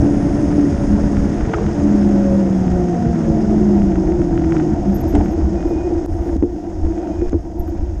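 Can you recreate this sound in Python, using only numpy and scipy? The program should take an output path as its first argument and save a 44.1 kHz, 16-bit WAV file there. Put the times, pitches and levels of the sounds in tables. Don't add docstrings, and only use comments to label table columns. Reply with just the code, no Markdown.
import sys
import numpy as np
from scipy import signal
from scipy.fft import rfft, irfft
from scipy.io import wavfile
from scipy.ndimage import uniform_filter1d

SR = 44100
rng = np.random.default_rng(int(sys.argv[2]) if len(sys.argv) > 2 else 0)


def persist_wave(psi):
    counts = np.round(np.clip(psi, -1, 1) * 32767).astype(np.int16)
    wavfile.write(sys.argv[1], SR, np.atleast_2d(counts).T)


def how_loud(loudness_db):
    steps = np.asarray(loudness_db, float) / 20
    return 10 ** steps


N = 352800
T_S = np.arange(N) / SR

# t/s, block rate f/Hz, tyre load level/dB, side-block level/dB
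WHEEL = [
    [(0.0, 288.4, 2.5, -9), (0.3, 285.3, -1, -12), (0.5, 297.2, 0, -5), (0.76, 280, -2.5, -10),
     (0.9, 287.8, -0.5, -7), (1.38, 282.3, -5, -2.5)],
    [(1.73, 289.4, -5, -28), (1.84, 290.8, 2, -1), (2.1, 281.5, -1.5, 2), (2.4, 271.4, -2.5, 3),
     (2.74, 250.9, -1, 0.5), (3.35, 220.3, 0.5, -2.5), (3.45, 217.5, 2, -13), (3.85, 197.3, 1, -12),
     (4.13, 177.5, -6, -5), (4.62, 156.8, 1, -12), (4.75, 148.7, -8.5, -2.5), (5.3, 108.4, -2, -5)],
]
TREAD_ORDERS = [0.72, 1, 1.44, 1.72, 2, 2.88, 3]
# level/dB (side row, centre row, side octave, sum tone, octave,
# fourth of side row, twelfth)
TREAD_LEVELS_DB = [-15, -16.5, -26.5, -22.5, -17.5, -30.5, -28.5]
# multiple of block rate [1], level/dB ahead of the frame modes
FAINT_ORDERS = [(0.89, -15.5), (1.2, -31.5), (2.44, -40.5)]
# f/Hz, half width/Hz, level/dB
HUM_MODES = [(153, 50, -8), (200.6, 15.4, -3), (227.5, 18, -12), (293, 12.8, -5), (320, 11.8, -1.5),
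             (348.6, 11, 0), (363.8, 6.5, -6), (462, 19, -19), (548.3, 9.9, -4.5), (589, 6.6, -19),
             (710.8, 25, -1)]
# f/Hz, half width/Hz, level/dB
SIDEWALL_MODE = (416, 18, -8.5)
# f/Hz, width/Hz, level/dB
FRAME_MODES = [(196.5, 17, -7.5), (294.8, 37, -2.5), (334, 30, 2), (360.3, 21, -4), (447.5, 37, -17),
               (553, 86, -18), (698.4, 86, -8.5), (942, 69, -23)]
# t/s, rolling noise level/dB, ground roughness level/dB
RIDE = [(0.0, -38.5, -17.5), (0.7, -37.5, -23), (1.25, -38, -25.5), (1.6, -38, -22), (2.2, -38.5, -19.5),
        (3.1, -41, -22), (3.5, -40, -19), (4.0, -42, -17.5), (4.6, -44, -16.5), (5.0, -42.5, -18.5),
        (6.04, -45, -18), (6.12, -48, -23), (6.34, -45, -18), (6.44, -52.5, -25.5), (7.11, -47.5, -19.5),
        (7.42, -54.5, -26), (7.78, -51.5, -22), (8.0, -53, -28.5)]
# t/s, level/dB, half length/s
PATCHES = [
    (1.58, 0.5, 0.04),
    (3.18, 2, 0.062),
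    (4.57, 5, 0.081),
    (5.17, 2.5, 0.083),
    (6.24, -0.5, 0.07),
    (6.84, 0.5, 0.087),
    (7.3, 7.5, 0.045),
    (7.55, -2.5, 0.082),
]
# f/Hz, level/dB per Hz
ROLL_SPECTRUM = [(240, -29), (400, 0.5), (534, -3.5), (712, -6.5), (834, -8.5), (959, -10.5), (1100, -16),
                 (1430, -15), (1870, -20.5), (2170, -24), (4300, -43), (5590, -68), (9460, -120)]
# f/Hz, level/dB per Hz
HISS_SPECTRUM = [(2350, -34), (4000, -20.5), (4220, -11.5), (5120, 3), (6050, -1.5), (6510, 4.5),
                 (7100, -5.5), (8120, -10.5), (8600, -14), (11200, -38), (18900, -120)]
# t/s, peak level/dB, f/Hz, t60/s
THUMPS = [(0.06, -8, 296, 0.071), (0.122, -8, 294, 0.11), (0.271, -6, 285, 0.11), (0.58, 0, 290.6, 0.25),
          (4.194, -7, 329, 0.15), (4.402, -12, 320.1, 0.12), (5.138, 3, 291.9, 0.25),
          (5.378, -5.5, 321.3, 0.21), (5.655, -5, 338, 0.097), (5.71, -3, 335, 0.24),
          (5.912, -6, 345.5, 0.14), (5.969, -22, 320, 0.16), (6.019, -13, 304, 0.34), (6.26, -9, 347, 0.29),
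          (6.359, -4, 273, 0.13), (6.425, 7, 297, 0.1), (6.435, 2.5, 350, 0.15), (6.562, -9, 314, 0.13),
          (6.867, -8, 320, 0.13), (7.22, -2, 350, 0.17), (7.33, 4.5, 291, 0.077), (7.342, 2, 331, 0.12),
          (7.785, -36, 330, 0.089)]
# t/s, peak level/dB, f/Hz, length/s
TICKS = [(.5053, -31, 1410, 0.0018), (.7811, -35, 1100, 0.0023), (.9258, -36, 1100, 0.0018),
         (1.098, -41, 1510, 0.0018), (1.1677, -22.5, 1420, 0.0019), (1.3583, -32, 1530, 0.0018),
         (1.4077, -23, 1270, 0.0018), (1.4531, -26, 1300, 0.0018), (1.5174, -32, 1480, 0.0016),
         (1.537, -13.5, 1320, 0.0012), (1.5415, -18.5, 1500, 0.0028), (1.663, -23.5, 1473, 0.0025),
         (1.7994, -27, 1386, 0.0011), (2.0443, -38, 1330, .002), (2.6788, -28, 1450, .002),
         (2.8205, -36, 1410, 0.0019), (3.5054, -32, 1560, 0.0016), (3.8174, -26, 1490, 0.0025),
         (3.9188, -29, 2090, .0015), (3.9545, -25, 1460, 0.0031), (4.073, -31, 1517, 0.0022),
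         (4.119, -27, 1514, 0.0027), (4.1934, -39, 1250, 0.0017), (4.2163, -26, 1270, 0.0015),
         (4.3284, -42, 1540, 0.0019), (4.3538, -35, 1900, .0015), (4.3754, -23, 1950, 0.0021),
         (4.393, -31, 1800, .003), (4.4177, -31, 1900, .0015), (4.4377, -30, 2000, .0015),
         (4.4433, -26, 1400, 0.003), (4.5205, -17.5, 1200, 0.0023), (4.5489, -37, 2000, .0015),
         (4.565, -20, 1295, 0.0022), (4.598, -23, 1430, 0.0014), (4.7586, -34, 1862, 0.0022),
         (5.1502, -21, 1270, 0.0023), (5.157, -31, 2300, 0.0034), (5.209, -26, 1700, 0.0018),
         (5.2584, -26, 1585, 0.0013), (5.2824, -31, 1560, 0.0017), (5.3226, -38, 1860, 0.0026),
         (5.4119, -33, 1840, 0.0022), (5.6045, -30, 1890, 0.002), (5.625, -30, 1700, .003),
         (5.6745, -35, 1200, 0.0019), (6.424, -28.5, 1760, 0.003), (6.9211, -36, 1250, .002),
         (6.977, -33, 1570, 0.0012), (7.071, -36, 1820, 0.002), (7.211, -32, 1520, 0.0048)]
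# f/Hz, level/dB, t60/s
SHELL_MODES = [(760, 12, 0.025), (1400, 20, 0.026), (1560, 3.5, 0.013), (1840, 11.5, 0.03),
               (2300, -11, 0.044), (2780, -20, 0.029), (3500, -28.5, .012)]
# t/s, level/dB, f/Hz, width/Hz, length/s
SNAPS = [(1.537, -22.5, 1290, 150, .006), (5.8, -15.5, 350.4, 37, 0.14), (3.5, -17, 363, 13, 0.078),
         (.139, -29, 646, 300, .006), (3.363, -23, 693, 330, 0.0066), (3.908, -36, 716, 300, .005),
         (4.676, -31, 690, 430, .006), (4.72, -25.5, 692.6, 93, .25), (5.345, -30, 702.3, 280, 0.0056),
         (6.86, -31, 700, 460, .006), (7.044, -32, 700, 350, 0.0053), (7.581, -36, 700, 360, .006),
         (0.572, -37, 702, 400, .004), (1.45, -23.5, 436.6, 45, 0.17), (1.534, -12.5, 740, 960, 0.0038),
         (1.584, -19.5, 760, 780, 0.0032), (.82, -12.5, 203.5, 16, 0.076), (1.6, -16, 199.5, 25, 0.047),
         (2.256, -36, 690, 275, 0.004), (2.5, -32.5, 553, 8.8, 0.2), (2.28, -26, 553, 17, 0.074),
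         (3.15, -27, 692, 30, 0.37), (3.1, -29.5, 553, 9, 0.1), (4.55, -21, 201, 14, .2),
         (4.84, -11.5, 192, 13, 0.039), (5.14, -20.5, 417.3, 37, .03), (5.145, -16, 710, 300, 0.015),
         (5.147, -28.5, 1880, 2200, 0.011), (5.1505, -32.5, 7000, 4100, 0.0035),
         (5.2, -18, 695, 270, 0.011), (5.4, -18, 186, 34, 0.099), (6.422, -24, 686, 600, 0.0049),
         (7.319, -40, 6570, 500, 0.0023), (7.326, -28.5, 1290, 930, 0.0046), (7.6, -50, 1800, 558, .012),
         (7.675, -38, 1019, 1100, 0.005), (7.745, -54, 8500, 2800, .003)]
# t/s, peak level/dB, length/s
JOLTS = [
    (6.11, -16, 0.025),
    (6.161, -32, 0.023),
    (6.186, -28, 0.021),
    (6.826, -7, 0.021),
    (7.253, -10, 0.037),
    (7.258, -26, 0.042),
    (7.588, -8.5, 0.025),
    (7.783, -10.5, 0.027),
]
# t/s of the top, peak level/dB, f/Hz, length/s
SQUEAKS = [(4.52, -64, 12250, 0.016), (4.885, -58, 12200, .014), (4.953, -35, 12370, .011),
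           (5.008, -36, 12570, 0.0057), (5.09, -40, 12490, 0.016), (5.165, -71, 12400, .01),
           (5.245, -55, 12550, 0.016), (5.32, -53, 12500, 0.017), (5.48, -73, 12830, 0.013),
           (5.686, -55, 12500, 0.011), (6.057, -59, 12400, .006), (7.598, -37, 12370, 0.0066),
           (7.635, -66, 12600, .012), (7.682, -51, 12400, .012)]
# start t/s, length/s, level/dB, f/Hz
SQUEALS = [
    (5.555, .35, -52.5, 2468),
    (5.92, 0.19, -65, 2460),
    (6.94, 0.06, -58, 2456),
    (7.0, .07, -57, 2456),
    (7.095, .065, -54, 2456),
    (7.16, .13, -57, 2452),
    (7.07, .1, -62, 3085),
]
# f/Hz, level/dB per Hz
WIND_SPECTRUM = [(8.8, -33), (15, -1.5), (70, 6), (84, 7), (102, -12.5), (130, -19.5), (170, -46.5),
                 (290, -120)]
# t/s, level/dB, half length/s
GUSTS = [(0.0, 15, 0.0065), (.6, 2.5, 0.23), (.96, 6.5, 0.1), (1.2, 13, 0.045), (1.3, -2, 0.048),
         (1.45, 6.5, 0.095), (1.52, -13, 0.028), (2.2, -3.5, .04), (2.54, -6, 0.14), (2.75, 8, 0.046),
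         (2.92, -8.5, 0.15), (3.09, 6.5, 0.046), (3.18, -14.5, 0.061), (3.5, -0.5, .12), (3.72, -4, 0.056),
         (4.12, 1.5, 0.13), (4.64, -3.5, 0.074), (5.15, 4.5, 0.16), (5.48, 3.5, 0.2), (5.88, -10, 0.024),
         (6.33, 5, 0.1), (6.64, -10.5, 0.091), (6.84, 3.5, 0.099), (7.08, -9, 0.071), (7.2, 6.5, 0.042),
         (7.3, -1, 0.033), (7.36, 10.5, 0.043), (7.5, -5.5, 0.13), (7.78, 0, 0.046)]
# t/s, dip level/dB, recovery/s, click level/dB, click top f/Hz
JOINS = [
    (6.0616, -22, .014, -22, 13500),
    (6.3679, -8, .05, -23, 7000),
    (7.2959, -8, .04, -19, 7000),
]


def tread():
    hz, load_db, side_db, _ = in_time(sum(WHEEL, []))
    gate = sum(in_time(rows)[-1] for rows in WHEEL)
    turn = 2 * np.pi * np.cumsum(hz) / SR
    hum = 0
    for k, db in zip(TREAD_ORDERS, TREAD_LEVELS_DB):
        modes = HUM_MODES + [SIDEWALL_MODE] * (k < 1.5)
        lit = sum(how_loud(top_db) / (1 + ((k * hz - f) / w) ** 2) for f, w, top_db in modes)
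        level = how_loud(db + load_db + side_db * (k < 1) + 1.3 * drift(12))
        hum = hum + np.sqrt(2) * lit * level * np.sin(k * turn + .28 * k * drift(12))
    faint = 0
    for k, db in FAINT_ORDERS:
        faint = faint + how_loud(db + 2.2 * drift(8.6)) * np.sin(k * turn + 1.66 * drift(9.5))
    faint = gate * faint
    through_frame = 0
    for f, w, db in FRAME_MODES:
        through_frame = through_frame + how_loud(db / 2) * resonance(resonance(faint, f, 2 * w), f, w)
    return gate * hum + through_frame


def carcass_drone():
    tarmac_end_s, fall_db_per_s, path_db = (4.9, 6.7), 1.1, -13
    level_db = -24 - fall_db_per_s * np.minimum(T_S, tarmac_end_s[0])
    level_db = level_db + np.interp(T_S, tarmac_end_s, [0, path_db])
    return how_loud(level_db + 2.5 + 2.95 * drift(26)) * noise_band(98, 231, order=3)


def frame_rumble():
    grit = rng.standard_normal(N) * how_loud(1.0 * drift(8.1))
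    rumble = 0
    for k, (hz, w, db) in enumerate(FRAME_MODES):
        ring = resonance(resonance(grit, hz, 3 * w), hz, w)
        rumble = rumble + (-1) ** k * how_loud(db) * ring / np.sqrt(w)
    return rms_one(rumble)


def rolling(roll_db):
    path_grit_db = 5 * (T_S > JOINS[1][0])
    scrub = how_loud(roll_db + 7.0) * coloured(ROLL_SPECTRUM, shared_db=1.0, own_db=1.67, rate_hz=52)
    stirred = resonance(resonance(rng.standard_normal(N), 1870, 200), 1870, 110)
    return scrub + how_loud(roll_db - 13 + path_grit_db) * rattle() + how_loud(roll_db - 15.0) * rms_one(stirred)


def rattle():
    clicks_per_s = 90
    clicks = (rng.random(N) < clicks_per_s / SR) * how_loud(1.1 * np.minimum(rng.exponential(1, N), 3)) + 1e-18
    ring = sum(how_loud(db) * resonance(clicks, hz, 300) for hz, db, t60 in SHELL_MODES)
    return rms_one(band(ring, 500, 4100, order=3))


def air_hiss(roll_db):
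    hiss_db = -49 + 0.69 * (roll_db + 40)
    hiss = how_loud(hiss_db) * coloured(HISS_SPECTRUM, shared_db=0.46, own_db=1.24, rate_hz=51)
    dull_edge = how_loud(hiss_db - 8.5) * noise_band(2300, 3800, order=3)
    frost = (T_S > WHEEL[0][-1][0]) & (T_S < WHEEL[1][0][0])
    fall_db_per_s, frost_db, bright_db = 2.5, -6, 5.5
    top_db = -59 - fall_db_per_s * T_S + frost_db * frost + bright_db * bright_shot()
    return hiss + dull_edge + how_loud(top_db + 1.0 * drift(10)) * noise_band(8300, 9820, order=6)


def knocks():
    blows = struck(THUMPS, thump) + struck(TICKS, tick) + struck(SNAPS, snap) + struck(JOLTS, jolt)
    return signal.sosfilt(signal.butter(8, 9800, fs=SR, output="sos"), blows + 1e-18)


def thump(peak_db, hz, t60_s):
    t = np.arange(round(.2 * SR)) / SR
    body = np.sin(2 * np.pi * hz * t)
    body = body + 0.2 * np.sin(2 * np.pi * 1.3 * hz * t) + 0.26 * np.sin(2 * np.pi * 0.78 * hz * t)
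    body = body + 0.04 * np.sin(2 * np.pi * 700 * t)
    decay = how_loud(-60 * t / np.clip(t60_s, .02, 1))
    onset = 1 - np.exp(-(t / 0.00092) ** 2)
    return how_loud(peak_db - 7.5) * body * decay * onset


def tick(peak_db, hz, length_s):
    crack, tail, size = 1.1, .07, 1600
    contact = np.exp(-((np.arange(size) / SR - .8 * length_s) * hz * 9) ** 2)
    clatter = contact + tail * burst(2 * length_s, size)
    ring = 0
    for f, db, t60_s in SHELL_MODES:
        ring = ring + how_loud(db - 8 * abs(np.log2(f / hz))) * resonance(clatter, f, 8.0 / t60_s)
    ring = band(ring + crack * resonance(clatter, 1.4 * hz, 1500), 500, 3300, order=4)
    return how_loud(peak_db + 2) * ring / abs(ring).max()


def snap(level_db, hz, width_hz, length_s):
    shake = burst(length_s / 2, size=round(4 * length_s * SR) + 1500)
    shake = band(shake, hz - width_hz / 2, hz + width_hz / 2, order=3)
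    return how_loud(level_db + 1.5) * shake / abs(shake).max()


def jolt(peak_db, length_s):
    t = np.arange(round(.12 * SR)) / SR / length_s
    push = np.exp(-((t - .5) / 0.19) ** 2) - 0.6 * np.exp(-((t - 1.3) / 0.3) ** 2)
    fade = np.hanning(2 * len(t))[:len(t)][::-1]
    return how_loud(peak_db - 1) * push * fade * np.minimum(t / 0.37, 1)


def brake():
    sag_hz_per_s, edge_s = 10, 0.015
    out = np.roll(struck(SQUEAKS, squeak), -round(.05 * SR))
    for s, length_s, db, hz in SQUEALS:
        gate = np.clip(np.minimum(T_S - s, s + length_s - T_S) / edge_s, 0, 1)
        level = np.sqrt(2) * how_loud(db - 4 + 2.0 * drift(18))
        pitch_hz = hz - sag_hz_per_s * (T_S - s) + 5 * drift(20)
        out = out + gate * level * np.sin(2 * np.pi * np.cumsum(pitch_hz) / SR)
    return out


def squeak(peak_db, hz, length_s):
    t = (np.arange(round(.16 * SR)) / SR - .05) / length_s
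    swell = np.exp(-t ** 2) + .08 * np.exp(-(t / 3) ** 2)
    slip = rng.standard_normal(len(t)) * swell * np.hanning(len(t))
    ring = resonance(resonance(resonance(slip, hz, 700), hz, 500), hz, 350)
    ring = ring + .1 * resonance(resonance(slip, .96 * hz, 300), .96 * hz, 300)
    ring = band(ring, .93 * hz, 1.05 * hz, order=3)
    return how_loud(peak_db) * ring / abs(ring).max()


def wind():
    rumble = coloured(WIND_SPECTRUM, shared_db=1.5, own_db=0.0, rate_hz=14)
    return how_loud(-22.5 + swells(GUSTS)) * rumble


def amplifier_floor():
    creep_db = 1.24 * T_S + 5.5 * bright_shot()
    floor = how_loud(-116 + 25.5 * (T_S > 1.37) + creep_db) * noise_band(10000, 11800, order=6)
    opening = np.clip(T_S - 5.5 + 1, .1, 1)
    crest = how_loud(-3.5 + 4 * drift(3)) * opening * noise_band(12800, 13700, order=8)
    return floor + how_loud(-89.5 + creep_db) * (noise_band(11700, 12800, order=8) + crest)


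def bright_shot():
    return (T_S > JOINS[0][0]) & (T_S < JOINS[1][0])


def rms_one(x):
    return x / np.sqrt(np.mean(x ** 2) + 1e-20)


def in_time(rows):
    s, *columns = np.transpose(rows)
    since_start = T_S - s[0] + .01 * (s[0] == 0)
    gate = np.clip(np.minimum(since_start, s[-1] - T_S) / .01, 0, 1)
    return [np.interp(T_S, s, c) for c in columns] + [gate]


def swells(events):
    return sum(db * np.exp(-((T_S - s) / half_s) ** 2) for s, db, half_s in events)


def drift(rate_hz):
    r = np.exp(-80 * np.pi * rate_hz / SR)
    slow = signal.lfilter([1], [1, -2 * r, r * r], rng.standard_normal(N // 40 + 2002))[2000:]
    return np.interp(np.arange(N) / 40, np.arange(len(slow)), rms_one(slow))


def resonance(x, hz, width_hz):
    r = np.exp(-np.pi * width_hz / SR)
    poles = [1, -2 * r * np.cos(2 * np.pi * hz / SR), r * r]
    return signal.lfilter([(1 - r * r) / 2, 0, (r * r - 1) / 2], poles, x)


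def band(x, low_hz, high_hz, order):
    return signal.sosfilt(signal.butter(order, [low_hz, high_hz], "band", fs=SR, output="sos"), x)


def noise_band(low_hz, high_hz, order):
    return rms_one(band(rng.standard_normal(N), low_hz, high_hz, order))


def burst(length_s, size):
    t = np.arange(size) / SR / max(length_s, 1e-4)
    return rng.standard_normal(size) * t * np.exp(1 - t)


def coloured(spectrum, shared_db, own_db, rate_hz):
    hz, db = np.transpose(spectrum)
    bins_hz = np.maximum(np.arange(N // 2 + 1) * SR / N, 1)
    bins_db = np.interp(np.log(bins_hz), np.log(hz), db, left=-120, right=-120)
    shaped = rfft(rng.standard_normal(N)) * how_loud(bins_db)
    place = 3 * np.log2(bins_hz)
    shared, out = drift(rate_hz), 0
    for k in np.arange(np.floor(3 * np.log2(hz[0])), 3 * np.log2(hz[-1]) + 3, 3):
        octave = irfft(shaped * np.clip(1 - abs(place - k) / 3, 0, 1), N)
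        out = out + octave * how_loud(shared_db * shared + own_db * drift(rate_hz))
    return rms_one(out)


def struck(events, sound):
    out = np.zeros(N + SR)
    for s, *settings in events:
        piece, start = sound(*settings), round(s * SR)
        out[start:start + len(piece)] += piece
    return out[:N]


def scene():
    roll_db, frame_db, _ = in_time(RIDE)
    roll_db = roll_db + swells(PATCHES)
    tyres = tread() + carcass_drone() + rolling(roll_db) + air_hiss(roll_db)
    frame = how_loud(frame_db - 2.5) * frame_rumble() + knocks()
    return (tyres + frame + brake() + wind() + amplifier_floor())[None]


def starved(x, edge_hz, reach_db):
    hz, _, cells = signal.stft(x, SR, nperseg=1024)
    groups = np.arange(len(hz)) // 8
    power = np.add.reduceat(abs(cells) ** 2, np.arange(0, len(hz), 8))
    level_db = 10 * np.log10(power + 1e-20)
    budget_db = uniform_filter1d(level_db.max(axis=0), size=31) - reach_db
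    chance_db = uniform_filter1d(rng.normal(0, 14, level_db.shape), size=5)
    lucky = (level_db + chance_db > budget_db) & (chance_db > -5.5)
    strong = level_db > budget_db + 22
    kept = (lucky | strong)[groups] | (hz < edge_hz)[:, None]
    return signal.istft(cells * kept, SR, nperseg=1024)[1][:N]


def low_pass(x):
    return signal.sosfilt(signal.butter(12, 13880, fs=SR, output="sos"), x)


def record(dry):
    wet = 1.4 * np.tanh(dry / 1.4)
    for s, depth_db, recovery_s, _, _ in JOINS:
        fall = np.clip((T_S - s) / .001, 0, 1)
        wet = wet * how_loud(depth_db * fall * np.exp(-np.clip((T_S - s) / recovery_s, 0, 50)))
    wet = starved(wet[0], edge_hz=8300, reach_db=77.0)[None]
    for s, _, _, click_db, top_hz in JOINS:
        click = how_loud(click_db) * (np.arange(N) == round(s * SR))
        wet = wet + signal.lfilter(*signal.butter(3, top_hz, fs=SR), click)
    return low_pass(wet)


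dry = scene()
out = record(dry)
persist_wave(out)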